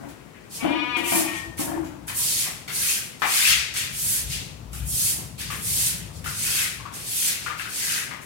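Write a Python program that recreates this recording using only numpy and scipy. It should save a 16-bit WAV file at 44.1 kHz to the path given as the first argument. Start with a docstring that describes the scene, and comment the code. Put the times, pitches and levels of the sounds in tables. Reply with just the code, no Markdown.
"""A tiled patio between brick walls, where a stiff plastic broom pushes water about every 0.7 s.
Bristles flick and hiss, bubbles resonate in the froth ahead of them, and water slops over a step
onto the lower tiles. Early on a gate rattles in its frame and its hinge creaks by stick-slip
friction. A breeze rumbles on the microphone, with low thumps from handling or gusts, over the
faint wash of the town."""
import sys
import numpy as np
from scipy import signal
from scipy.fft import rfft, irfft, next_fast_len
from scipy.io import wavfile
from scipy.ndimage import uniform_filter1d

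SR = 44100
rng = np.random.default_rng(int(sys.argv[2]) if len(sys.argv) > 2 else 0)


def generate_wav(sig):
    """Save sig (samples, or channels by samples) to the path in sys.argv[1] as 16-bit PCM at SR."""
    pcm = np.round(np.clip(np.atleast_2d(sig).T, -1, 1) * 32767).astype(np.int16)
    wavfile.write(sys.argv[1], SR, pcm)


N = 363825
T = np.arange(N) / SR

# spectrum of bristle tips on wet tile: (frequency [Hz], level [dB])
BRISTLE_SPECTRUM = [(700, -28.5), (1500, -45), (2600, -9.5), (4500, -4.5), (7000, -2), (9500, -0.5),
                    (12000, -4), (15500, -12)]
# spectrum of frothing water: (frequency [Hz], level [dB])
FROTH_SPECTRUM = [(500, -27), (900, -19), (1500, -3), (2100, 1), (2650, 1), (3200, -3), (4000, -5.5),
                  (6000, -9.5), (12000, -13)]


def undb(db):
    """Decibels to amplitude ratio."""
    return 10 ** (np.asarray(db) / 20)


def unit(x):
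    """Normalisation to rms 1."""
    return x / np.sqrt(np.mean(x ** 2) + 1e-18)


def curves(rows):
    """Linear interpolation of each column over the times in the first."""
    times, *columns = np.transpose(rows)
    return [np.interp(T, times, column) for column in columns]


def at_hz(points, hz):
    """Interpolation of a spectrum on a log-frequency axis."""
    frequencies, levels = np.transpose(points)
    return np.interp(np.log(hz + 1), np.log(frequencies), levels)


def colour(x, spectrum):
    """Spectral shaping by (frequency [Hz], level [dB]) points, to rms 1."""
    size = next_fast_len(x.shape[-1] + 2048)
    gain = undb(at_hz(spectrum, np.fft.rfftfreq(size, 1 / SR)))
    return unit(irfft(rfft(x, size) * gain, size)[..., :x.shape[-1]])


def tilt(x, pivot_hz, db):
    """Shelving: the bands above and below the pivot move db apart."""
    low = signal.sosfiltfilt(signal.butter(2, pivot_hz, fs=SR, output="sos"), x)
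    return low * undb(-db / 2) + (x - low) * undb(db / 2)


def fade(t, t60):
    """Exponential damping, 60 dB in t60."""
    return undb(-60 * t / t60)


def burst(t, rise_s, t60):
    """Impact envelope: a quick rise, then exponential damping."""
    return (1 - np.exp(-t / rise_s)) * fade(t, t60)


def wander(rate_hz):
    """Smooth random modulation of rms 1."""
    step = int(SR / rate_hz)
    held = np.repeat(rng.standard_normal(N // step + 1), step)
    return unit(uniform_filter1d(held, step)[:N])


def add(track, start_s, sound):
    """Superposition of a sound on the track."""
    i = max(int(start_s * SR), 0)
    track[i:i + len(sound)] += sound[:max(N - i, 0)]


def echoes(early_db, tail_db, early_t60, low_t60=0.6, treble_t60=0.3):
    """Stereo reflections off tiles and walls, then a tail that absorption dulls."""
    t = T[:2 * SR // 3]
    early, low, high = rng.standard_normal((3, 2, len(t)))
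    b, a = signal.butter(1, 4000, fs=SR)
    low, high = signal.lfilter(b, a, low), high - signal.lfilter(b, a, high)
    tail = (low * fade(t, low_t60) + high * fade(t, treble_t60)) * (t > .012)
    early = early * fade(t, early_t60) * (t > .001)
    return (undb(early_db) * unit(early) + undb(tail_db) * unit(tail)) / np.sqrt(len(t))


def patio(x, early_db, tail_db, early_t60=0.2, hold_s=.006, spots=4, left_lag_s=0.000908):
    """Direct plus reflected sound: an extended source hops among spots, each with its own echoes."""
    size, hold = next_fast_len(N + SR, True), int(hold_s * SR)
    active = np.repeat(rng.integers(0, spots, N // hold + 1), hold)[:N]
    reflected = 0
    for spot in range(spots):
        share = uniform_filter1d(1. * (active == spot), hold // 2)
        response = echoes(early_db, tail_db, early_t60)
        reflected += rfft(np.float32(x * share), size) * rfft(np.float32(response), size)
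    direct = np.array([np.pad(x, (int(left_lag_s * SR), 0))[:N], x])
    total_power = 1 + undb(early_db) ** 2 + undb(tail_db) ** 2
    return (direct + irfft(reflected, size)[:, :N]) / np.sqrt(total_power)


def rumble_and_thumps():
    """A breeze rumbles on the microphone; a resonance near 60 Hz thumps, from handling or gusts."""
    # steady breeze: (time [s], level [dB])
    breeze_levels = [(0, -49.5), (.5, -54.5), (1.3, -49), (1.7, -42.5), (2.6, -46), (3.35, -54),
                     (3.75, -45.5), (5.05, -40), (6.25, -39), (6.75, -44.5), (7.2, -48), (8.25, -50.5)]
    # low thumps: (peak time [s], half width [s], level [dB])
    thump_peaks = [(1.5, 0.037, -39.5), (1.8, 0.09, -51), (3.55, .08, -40), (4.3, 0.096, -35),
                   (4.63, 0.14, -44), (4.882, 0.087, -29), (5.72, .05, -38), (5.96, .09, -47),
                   (6.25, 0.064, -47)]
    # spectrum of the rumble: (frequency [Hz], level [dB])
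    rumble_spectrum = [(30, -38), (60, -6), (100, 0.5), (160, 0), (230, -13), (400, -28.5), (900, -47)]
    # spectrum of the low thumps near 60 Hz: (frequency [Hz], level [dB])
    thump_spectrum = [(15, -50), (32, -34), (44, -26), (55, -5), (63, 1.5), (76, -18.5), (120, -11.5),
                      (250, -41), (600, -80)]
    breeze = undb(curves(breeze_levels)[0])
    swells = sum(undb(db) * np.exp(-((T - peak_s) / width_s) ** 2) for peak_s, width_s, db in thump_peaks)
    rumble = colour(rng.standard_normal(N), rumble_spectrum) * np.hypot(breeze, undb(-10) * swells)
    rumble *= undb(wander(15))
    thumps = colour(rng.standard_normal(N), thump_spectrum) * np.hypot(undb(-9) * breeze, swells)
    return rumble + thumps


def town():
    """The town's wash is a diffuse field, only weakly correlated between the channels."""
    # spectrum of the wash: (frequency [Hz], level [dB])
    spectrum = [(25, -37), (70, -14.5), (170, -1), (300, -3.5), (550, -8.5), (1200, -13), (1900, -22),
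                (3200, -28), (8000, -27), (15000, -34)]
    wash = rng.standard_normal((2, N)) + 0.27 * rng.standard_normal(N)
    return colour(wash, spectrum) * undb(-46.5 + 1.2 * wander(8.7))


def gate():
    """Impacts excite a clatter and the loose panel's damped modes, whose pitch shifts with its seating."""
    # knocks in the frame: (time [s], level [dB], frequency ratio set by the seating [1])
    knocks = [(0.009, -33.5, .85), (0.035, -34, 1.06), (0.624, -23, 0.78), (0.643, -13.5, 0.91),
              (0.658, -22, .86), (0.692, -23, .9), (0.732, -26.5, 1.03), (0.966, -22.5, 1.02),
              (0.992, -30.5, 0.78), (1.054, -30, 1.1), (1.117, -17.5, 1), (1.147, -19.5, 0.97),
              (1.194, -21.5, .99), (1.248, -27.5, 0.96), (1.441, -33, 1), (1.592, -23, .93),
              (1.614, -27, 1), (1.675, -24, 0.89), (1.714, -23, 0.94), (1.759, -26, 1.03),
              (1.829, -27, 0.86), (1.899, -35.5, .9)]
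    # panel modes: (frequency [Hz], level [dB], T60 [s])
    modes = [(180, -10, .15), (253, -15, 0.23), (282, -2.5, 0.32), (325.9, 6, 0.38), (336.4, -3.5, 0.62),
             (555, -19, 0.1), (648, -8, 0.083), (757, -19, 0.18), (1000, -16.5, 0.9), (1863, -7.5, 0.092)]
    # spectrum of the clatter: (frequency [Hz], level [dB])
    clatter_spectrum = [(40, -45), (100, -25), (170, -2.5), (290, 5), (360, 8.5), (460, -19), (650, 6),
                        (1200, -6), (1900, -8), (3000, -20), (6000, -53)]
    out, t = np.zeros(N), T[:SR // 2]
    for start_s, db, seating in knocks:
        shares = rng.normal(1, 0.3, len(modes))
        ring = sum(share * undb(mode_db) * np.sin(2 * np.pi * hz * seating * t) * burst(t, 0.0011, t60)
                   for share, (hz, mode_db, t60) in zip(shares, modes))
        shifted = np.array(clatter_spectrum) * [seating, 1]
        clatter = colour(rng.standard_normal(len(t)), shifted) * burst(t, 0.00061, 0.14)
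        add(out, start_s, undb(db) * (undb(-8) * ring + undb(-2.5) * clatter))
    return patio(out, early_db=-1, tail_db=-2.5, hold_s=0.038)


def landings():
    """Impact noise: the bristles strike the floor all at once and slap the film of water."""
    # the broom head lands: (time [s], tick level [dB], slap level [dB])
    impacts = [(0.085, -35, -39), (0.54, -29, -45), (0.9664, -25, -25), (1.576, -28, -28),
               (1.599, -17, -31), (1.843, -34.5, -37.5), (2.0785, -20, -23.5), (2.6771, -29, -21),
               (3.195, -31, -38), (3.7373, -18.5, -25), (4.73, -24, -34.5), (5.3868, -34, -34),
               (5.5028, -22, -23.5), (6.241, -26.5, -23.5), (6.937, -23, -33.5), (8.2146, -31, -39)]
    out, t = np.zeros(N), T[:SR // 4]
    for start_s, tick_db, slap_db in impacts:
        tick, slap = rng.standard_normal((2, len(t)))
        tick = colour(tick, BRISTLE_SPECTRUM) * undb(tick_db - 3.5) * burst(t, 0.00042, 0.056)
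        slap = unit(tilt(colour(slap, FROTH_SPECTRUM), 940, -16.5))  # a thin film sounds lower than froth
        slap *= undb(slap_db - 0.5) * burst(t, 0.0011, 0.082)
        add(out, start_s, tick + slap)
    return patio(out, early_db=5.5, tail_db=7.5)


def slops(pop_t60=0.015, patter_t60=0.19, spray_t60=0.35):
    """Falling water traps air that resonates in a pop; drops patter near that pitch and spray scatters."""
    # water hits the lower tiles: (time [s], level [dB], air resonance [Hz], relative spray level [dB])
    splashes = [(0.345, -39, 1880, -9), (2.095, -32.5, 1000, -13), (2.195, -34.5, 950, -15),
                (2.46, -33, 724, 5.5), (2.885, -19.5, 2530, -19), (3.219, -17, 1070, 7),
                (3.232, -18.5, 814, -15), (3.451, -11.5, 2550, -21), (3.52, -12.5, 2650, -18),
                (4.734, -38, 1300, -11), (5.4, -35, 1730, -5), (5.501, -28.5, 1140, 3.5),
                (6.26, -21.5, 1350, -7.5), (6.799, -32, 1100, -16), (6.853, -26.5, 1104, -7.5),
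                (7.462, -19, 1350, -4), (7.499, -22.5, 1300, -4.5), (7.596, -26.5, 1550, -4),
                (7.594, -24.5, 2650, -20), (7.655, -26.5, 1470, -25), (8.11, -37.5, 910, 13)]
    # spectrum of the spray: (frequency [Hz], level [dB])
    spray_spectrum = [(200, -18), (520, -17.5), (800, -10), (1200, -0.5), (1500, -8), (1900, -1.5),
                      (2800, -8), (4200, -17), (8000, -26.5), (15000, -28)]
    out, t = np.zeros(N), T[:SR // 3]
    for start_s, db, hz, spray_db in splashes:
        band = [(hz / 3, -45), (hz * 0.72, -14), (hz, 0), (hz * 1.6, -12), (hz * 3, -40), (hz * 8, -60)]
        patter = colour(rng.standard_normal(len(t)), band) * burst(t, 0.0035, patter_t60)
        spray = colour(rng.standard_normal(len(t)), spray_spectrum)
        spray *= fade(t, spray_t60) + undb(3.5) * fade(t, 0.0093)
        pop = np.sin(2 * np.pi * hz * t * (1 + 1.2 * t)) * burst(t, 0.00058, pop_t60)
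        add(out, start_s, undb(db) * (undb(-7) * patter + undb(spray_db - 8) * spray + undb(9.5) * pop))
    return patio(out, early_db=4, tail_db=-1, hold_s=.01)


def strokes(lift_t60=0.36, pile_up_db_per_s=24, run_on_s=0.019, settle_t60=0.54, trickle_t60=0.96):
    """Stroke envelopes add in power: each swells, holds and lifts, while water piles up and settles."""
    # pushes and dabs: (time [s], swell [s], length [s], hiss level [dB], froth level [dB],
    # treble tilt of a light touch [dB], bass tilt of a deep puddle [dB])
    pushes = [(0.478, 0.061, 0.075, -28.5, -48, -3, 7), (1.013, 0.052, 0.17, -24.5, -45, 7, -15),
              (1.3, 0.027, 0.063, -38, -49, -7, -7), (1.563, 0.011, .04, -31.5, -54, 7.5, -6),
              (2.065, .004, 0.011, -38, -43, 14, 6), (2.127, .022, 0.29, -25, -35, -0.5, -6),
              (2.69, 0.038, 0.24, -24.5, -32.5, 2.5, 0), (3.222, 0.053, 0.27, -22.5, -20.5, 3.5, -7.5),
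              (3.734, 0.014, 0.039, -26, -27, -2, -8), (3.872, 0.09, 0.28, -24.5, -37.5, 7.5, 1.5),
              (4.267, 0.029, 0.056, -29, -34, -3, -18), (4.71, 0.0072, 0.082, -52, -48, 21, -9),
              (4.817, 0.11, .26, -21.5, -38, 5.5, 0), (5.37, 0.011, 0.03, -36, -33.5, 6, -8.5),
              (5.485, 0.018, 0.079, -41, -50, 9, -13), (5.568, 0.063, 0.3, -24.5, -35, 4, -5),
              (6.118, .015, 0.042, -44.5, -65, -6, 6), (6.233, 0.016, 0.061, -33.5, -52, -2, 0),
              (6.29, 0.069, 0.33, -25.5, -29.5, 1, 2), (6.909, 0.01, 0.14, -41.5, -46.5, 2, -9),
              (6.989, .1, 0.29, -23.5, -31.5, 4.5, -11), (7.367, .015, 0.087, -41.5, -41, -8, 4),
              (7.562, 0.0086, 0.053, -40, -38.5, 2, -6), (7.651, 0.06, 0.31, -27.5, -34.5, -3, 13.5)]
    wet_floor_db, trickle_db = -59.5, -19  # wet tiles fizz faintly between strokes
    hiss_power, water_power, tilts = np.zeros(N), np.full(N, undb(wet_floor_db) ** 2), []
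    t = T[:3 * SR // 2]
    for start_s, swell_s, length_s, hiss_db, water_db, light_db, depth_db in pushes:
        push = (1 - np.exp(-np.minimum(t, length_s) / swell_s)) ** 2
        lift = fade(np.maximum(t - length_s, 0), lift_t60)
        crest_s = length_s + run_on_s  # the water surges on a moment longer
        to_go, since = np.maximum(crest_s - t, 0), np.maximum(t - crest_s, 0)
        settle = np.maximum(fade(since, settle_t60), undb(trickle_db) * fade(since, trickle_t60))
        add(hiss_power, start_s, (undb(hiss_db) * push * lift) ** 2)
        add(water_power, start_s, (undb(water_db - pile_up_db_per_s * to_go) * push * settle) ** 2)
        tilts += [(start_s + length_s / 2, light_db, depth_db), (start_s + length_s, light_db, depth_db)]
    return np.sqrt(hiss_power), np.sqrt(water_power), *curves(sorted(tilts))


def bristles(hiss, light_db, flicks_per_s=7500, spread_db=3):
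    """Shot noise: bristle tips catch and flick on the wet glaze; a light touch sounds finer."""
    sizes = undb(spread_db * np.minimum(rng.exponential(size=N), 5))
    flicks = (rng.random(N) < flicks_per_s / SR) * sizes * rng.choice([-1, 1], N)
    return tilt(colour(flicks, BRISTLE_SPECTRUM), 7660, light_db) * hiss * undb(0.38 * wander(45))


def bubbles(per_s=3500, cycles=20, spread_db=2.5, pitches=28):
    """Bubble resonance: each small air pocket rings as a damped oscillator of rising pitch."""
    out, count = np.zeros(N), int(per_s * N / SR / pitches)
    for hz in np.geomspace(800, 8000, pitches):
        t = T[:int(cycles / hz * SR)]
        life = t * hz / cycles
        ring = np.sin(2 * np.pi * hz * t * (1 + 0.074 * life)) * fade(life, 0.72)
        births = rng.integers(0, N, 6000)[:count]
        strengths = undb(spread_db * np.minimum(rng.exponential(size=6000), 4.5))[:count]
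        samples = births[:, None] + np.arange(len(t))
        out += hz * np.bincount(samples.ravel(), np.outer(strengths, ring).ravel(), N)[:N]
    return out


def froth(water, depth_db):
    """Water churns ahead of the bristles; deeper water holds bigger bubbles, which resonate lower."""
    fizz = colour(bubbles(), FROTH_SPECTRUM)
    return tilt(fizz, 2900, -depth_db) * water * undb(wander(22) - 1.5)


def broom():
    """An extended source: hiss and froth radiate from the whole width of the broom head."""
    hiss, water, light_db, depth_db = strokes()
    scrub = bristles(hiss, light_db) + froth(water, depth_db)
    return undb(3.5) * patio(scrub, early_db=10, tail_db=6, early_t60=0.13, spots=10)


def hinge(harmonics=25):
    """Stick-slip friction in a dry hinge makes a harmonic creak that thins to a squeal."""
    # creak: (time [s], slip rate [Hz], level [dB])
    creak_path = [(.57, 221.2, -51), (.61, 227.8, -35), (.72, 243.8, -28), (.88, 246.8, -28),
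                  (.98, 242, -26), (1.05, 239.5, -30), (1.17, 233, -28.5), (1.38, 215.6, -38.5),
                  (1.46, 214.3, -55)]
    # resonances of the hinge: (frequency [Hz], level [dB])
    resonances = [(240, -29), (720, -13.5), (980, -3), (1220, -5), (1480, -15), (1750, -11), (1980, -7),
                  (2200, -4), (2440, 3), (2700, -9.5), (3000, -4), (3600, -13), (4400, -22.5), (7000, -37)]
    # closing squeal: (time [s], frequency [Hz], level [dB])
    squeal_path = [(1.0, 1850, -57), (1.1, 1750, -53), (1.27, 1855, -33.5), (1.42, 1845, -37),
                   (1.52, 1820, -41), (1.57, 1845, -72)]
    slip_hz, creak_db = curves(creak_path)
    jitter = np.interp(T, [.65, .78, 1.0, 1.15], [.012, .002, .003, .016])
    phase = 2 * np.pi * np.cumsum(slip_hz * (1 + jitter * wander(120))) / SR
    slipping = (T > creak_path[0][0]) & (T < creak_path[-1][0])
    creak = np.zeros(N)
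    creak[slipping] = unit(sum(undb(at_hz(resonances, k * slip_hz[slipping])) * np.sin(k * phase[slipping])
                               for k in range(1, harmonics + 1)))
    squeal_hz, squeal_db = curves(squeal_path)
    squeal_phase = 2 * np.pi * np.cumsum(squeal_hz * (1 + 0.005 * wander(91.2))) / SR
    squealing = (T > squeal_path[0][0]) & (T < squeal_path[-1][0])
    squeal = np.sin(squeal_phase) * squealing * undb(squeal_db - 0.5)
    creak *= undb(creak_db + 2.2 * wander(59.97))
    return patio(creak + squeal, early_db=4, tail_db=1, hold_s=.035, spots=5)


def scene():
    """Superposition of broom and water, the gate, low microphone noise and the town."""
    return broom() + landings() + slops() + hinge() + gate() + rumble_and_thumps() + town()


def record(dry, cutoff_hz=15900):
    """Microphone response: the left channel is fuller below the treble; a steep low-pass cuts the top."""
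    # channel balance: (frequency [Hz], left minus right level [dB])
    balance = [(60, 9), (110, 8), (200, 9.5), (380, 8.5), (700, 9), (1290, 10.5), (2380, 11.5), (4400, 3.5),
               (8120, -2), (15000, -0.5)]
    size = next_fast_len(N + 4096)
    hz = np.fft.rfftfreq(size, 1 / SR)
    gains = undb(np.outer([.5, -.5], at_hz(balance, hz)))
    gains /= np.sqrt(np.mean(gains ** 2, axis=0))
    heard = irfft(rfft(dry, size) * gains, size)[:, :N]
    return signal.sosfilt(signal.ellip(10, .2, 80, cutoff_hz, fs=SR, output="sos"), heard)


dry = scene()
out = record(dry)
generate_wav(out)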